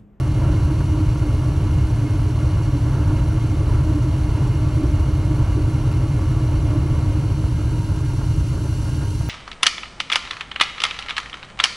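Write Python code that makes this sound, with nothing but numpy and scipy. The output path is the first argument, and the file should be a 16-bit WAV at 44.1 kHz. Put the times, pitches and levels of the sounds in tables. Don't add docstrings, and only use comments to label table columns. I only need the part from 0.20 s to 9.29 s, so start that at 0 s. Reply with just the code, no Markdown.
import sys
import numpy as np
from scipy import signal
from scipy.fft import rfft, irfft, next_fast_len
from scipy.io import wavfile
from scipy.ndimage import uniform_filter1d, minimum_filter1d

SR = 44100
rng = np.random.default_rng(int(sys.argv[2]) if len(sys.argv) > 2 else 0)


def store_wav(level_fs):
    pcm = np.round(np.clip(np.atleast_2d(level_fs), -1, 1) * 32767)
    wavfile.write(sys.argv[1], SR, pcm.T.astype(np.int16))


N = 400869
TIME = np.arange(N) / SR
FREQS = np.maximum(np.arange(N // 2 + 1) * SR / N, 1)
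SHAFT_HZ, FAN_OFF_S, COAST_S = 57, 6.8, 4.0

# frequency in Hz, gain in dB.
RUMBLE_EQ = [(10, -34), (25, -15), (40, -1), (55, -1.5), (75, -0.3), (110, 1), (135, -1), (165, -13.5),
             (195, -26.5), (400, -91)]
RUSH_EQ = [(80, -24.5), (230, 0), (360, -8), (480, -14.5), (1000, -13.5), (1500, -19), (1900, -30),
           (3000, -35.5), (8000, -56)]
JET_EQ = [(400, -8), (1500, -6.5), (2500, 2), (3500, -2), (5100, -4.5), (7000, -8.5), (9500, -7.5),
          (11300, -12), (13000, -20.5), (14500, -29)]
FAN_AIR_EQ = [(200, 2.5), (500, -7.5), (800, 1), (1200, -6), (2000, -11.5), (3000, -11.5), (6000, -60)]
# centre in seconds, lift in dB, half length in seconds.
RUMBLE_SURGES = [(0.27, 3.5, .05), (0.44, 5, .04), (0.88, 4, 0.027), (1.57, 4, 0.046), (2.33, 2, 0.036),
                 (2.88, 2.5, 0.088), (3.56, 3, 0.086), (4.24, 2, 0.035), (4.76, 2.5, .03), (5.2, 3.5, .03),
                 (8.14, 3, .09)]
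DRONE_BOOMS = [(0.33, 8.5, 0.054), (0.51, 5, .03), (0.78, 7, 0.081), (1.07, 9, 0.025), (1.86, 7, 0.04),
               (2.55, 7, 0.021), (2.93, 7, 0.044), (3.74, 7.5, 0.068), (4.64, 10, 0.054), (5.12, 6, .04),
               (5.38, 9, 0.039), (6.55, 6.5, 0.06)]
RUSH_FLARES = [(0.26, 3, 0.05), (2.84, 3, 0.18), (3.55, 3, 0.057), (4.19, 3, .06), (6.79, 2.2, 0.044),
               (8.03, 1.5, .04), (8.37, 3.5, 0.04), (8.67, 4, 0.054), (8.83, 4, .03)]
# centre in Hz, width in Hz, gain in dB.
BOX_RESONANCES = [(415, 31, 8), (562, 65, 5.5), (755, 51, -12), (940, 27, 5.5), (1201, 32, -10.5),
                  (1378, 70, 3.5)]
VENTURI_RESONANCES = [(2107, 98, 8.5), (2792, 12, 9.5), (2855, 79, 11), (3030, 97, 5), (4010, 150, 6.5),
                      (4335, 84, 7), (4470, 180, 6), (5200, 250, -2.5), (5550, 220, 5.5), (5860, 210, 6.5),
                      (6240, 290, 6.5), (7520, 170, 7.5), (8350, 370, -6), (9570, 270, 7)]
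HOUSING_RESONANCES = [(615, 18, 18.8), (686, 64, 8.5), (806, 38, 1.5), (2144, 57, 15.5), (2260, 53, 4.9)]
# a partial's multiple of the shaft rate; below, its full-speed level in dB.
WHINE_ORDERS = [1, 9, 10, 17, 18, 20, 20.1, 30, 34]
WHINE_DB = [-45, -55.5, -54, -57.5, -63.5, -53.5, -56.5, -62, -82]
# start in seconds, level in dB, decay in seconds.
FLAME_SPITS = [(0.211, -35, .08), (0.606, -30, .008), (6.114, -35, .006), (7.240, -30, .005),
               (7.445, -35, .006), (8.013, -33, .007), (8.529, -37, .005), (8.835, -37, .007),
               (9.008, -35, .006)]
# time in seconds, gain in dB.
WHISTLE_FADER = [(0, -90), (7.1, -85), (7.35, -55), (8.0, -55), (8.3, -59), (9.09, -54)]
# pitch in Hz, width in Hz, level against the fader in dB.
AIR_TONES = [(931, 20, 3), (1421, 40, -1), (1603, 30, -1)]
# frequency in Hz, left over right in dB.
PAN_CURVE = [(100, -.1), (180, -.4), (300, -1.5), (600, -.5), (1200, -.4), (2500, -1.3), (5000, -.4),
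             (9000, .9), (13000, 2.8)]
# frequency in Hz, lead of the left in radians.
LEFT_LEAD = [(0, 0), (1600, -.08), (2150, -.5), (3200, -.7), (4000, -.55), (4800, 0), (6200, 0),
             (7700, -.45), (9200, -.1), (14000, 0)]
# frequency in Hz, gain in dB.
SCATTER_EQ = [(60, -35), (130, -32), (300, -26), (700, -21), (1300, -19), (2200, -14), (4200, -15),
              (9000, -14), (13000, -6)]


def from_db(db):
    return 10 ** (np.asarray(db) / 20)


def in_hz(points):
    hz, value = np.transpose(points)
    return np.interp(np.log(FREQS), np.log(hz), value)


def colour(points, modes=()):
    bumps = sum(db / (1 + (2 * (FREQS - hz) / width) ** 2) for hz, width, db in modes)
    return from_db(in_hz(points) + bumps)


def resonance(hz, width_hz):
    return 1 / (1 + ((FREQS ** 2 - hz ** 2) / (FREQS * width_hz)) ** 2)


def below(hz):
    return 1 / (1 + (FREQS / hz) ** 8)


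def flow(gain):
    size = next_fast_len(N, real=True)
    gain = np.interp(np.arange(size // 2 + 1) * SR / size, FREQS, gain)
    noise = irfft(rfft(rng.standard_normal(size)) * gain, size)[:N]
    return noise / np.sqrt(np.mean(noise ** 2) + 1e-20)


def steadied(x, span_s):
    return x / np.sqrt(uniform_filter1d(x ** 2, int(span_s * SR)) + 1e-9)


def drift(rate_hz):
    return flow(1 / (1 + (FREQS / rate_hz) ** 2))


def flicker(rate_hz, depth_db):
    return from_db(depth_db * drift(rate_hz))


def swells(rows):
    return sum(db * np.exp(-((TIME - s) / half_s) ** 2) for s, db, half_s in rows)


def rumble(slack):
    gain, deep = colour(RUMBLE_EQ), below(hz=56.8)
    throb = from_db(-8.2) * steadied(flow(gain * np.sqrt(deep)), span_s=0.21)
    roll = steadied(flow(gain * np.sqrt(1 - deep)), span_s=0.11)
    fader_db = -18 - 8.5 * slack + swells(RUMBLE_SURGES)
    return from_db(fader_db) * (throb + roll)


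def drone(slack):
    ringing = steadied(flow(resonance(hz=305, width_hz=31)), span_s=0.11)
    ringing *= flicker(rate_hz=4.3, depth_db=0.77)
    fader_db = -31.5 - 12 * slack + swells(DRONE_BOOMS)
    return from_db(fader_db) * ringing


def rush(slack):
    eddies = steadied(flow(colour(RUSH_EQ, BOX_RESONANCES)), span_s=0.22)
    grain = flicker(rate_hz=100, depth_db=0.9)
    sputter = flicker(rate_hz=17, depth_db=0.49 + 1.3 * slack)
    fader_db = -34.5 - 8.5 * slack + swells(RUSH_FLARES)
    return from_db(fader_db) * eddies * grain * sputter


def gas_jets(split_hz, brighten_s, rise_db_per_s):
    gain, lower = colour(JET_EQ, VENTURI_RESONANCES), below(split_hz)
    body = flow(gain * np.sqrt(lower))
    top_db = -1.5 + rise_db_per_s * np.maximum(TIME - brighten_s, 0)
    top = from_db(top_db) * flow(gain * np.sqrt(1 - lower))
    return from_db(-48.5) * (body + top) * flicker(rate_hz=54, depth_db=0.73)


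def draught_fan(speed):
    wobble = 1 + 0.00276 * drift(rate_hz=6)
    turns = np.cumsum(SHAFT_HZ * speed * wobble) / SR
    whine = np.zeros(N)
    for order, db in zip(WHINE_ORDERS, WHINE_DB):
        level = from_db(db) * flicker(rate_hz=6.9, depth_db=2.5)
        whine += level * np.sqrt(2) * np.sin(2 * np.pi * (order * turns + rng.random()))
    air = from_db(-43) * flow(colour(FAN_AIR_EQ, HOUSING_RESONANCES))
    return (whine + air) * speed ** 4


def spits():
    envelope = sum(from_db(db) * (TIME >= s) * np.exp(-np.abs(TIME - s) / decay_s)
                   for s, db, decay_s in FLAME_SPITS)
    mid_hump = [(350, -20), (600, 4), (1400, -5), (2500, -20), (9000, -50)]
    return envelope * flow(colour(mid_hump, BOX_RESONANCES))


def whistle():
    fader_db = np.interp(TIME, *np.transpose(WHISTLE_FADER))
    tones = sum(from_db(db) * flow(resonance(hz, width)) for hz, width, db in AIR_TONES)
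    return from_db(fader_db) * tones


def compartment():
    speed = np.exp(-np.maximum(TIME - FAN_OFF_S, 0) / COAST_S)
    slack = 1 - speed
    fan = draught_fan(speed)
    fire = rumble(slack) + drone(slack) + rush(slack) + spits()
    hiss = gas_jets(split_hz=4370, brighten_s=6.9, rise_db_per_s=2)
    return fire + hiss + fan + whistle()


def scene():
    direct = rfft(compartment())
    scattered = rfft(compartment()) * colour(SCATTER_EQ)
    lead = np.interp(FREQS, *np.transpose(LEFT_LEAD))
    pan = from_db(in_hz(PAN_CURVE) / 2) * np.exp(.5j * lead)
    left, right = direct * pan + scattered, direct / pan - scattered
    return irfft(np.array([left, right]), N)


def record(dry):
    low_cut = signal.butter(3, 24, "high", fs=SR, output="sos")
    high_cut = signal.ellip(12, .1, 80, 14500, fs=SR, output="sos")
    heard = signal.sosfilt(low_cut, dry)
    bass = irfft(rfft(heard) * below(hz=450), N)
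    ceiling, span = from_db(-8.0), int(.012 * SR)
    allowed = np.minimum(1, ceiling / (np.abs(bass).max(axis=0) + 1e-9))
    gain = uniform_filter1d(minimum_filter1d(allowed, span), span)
    limited = heard - bass * (1 - gain)
    return signal.sosfilt(high_cut, limited)


dry = scene()
out = record(dry)
store_wav(out)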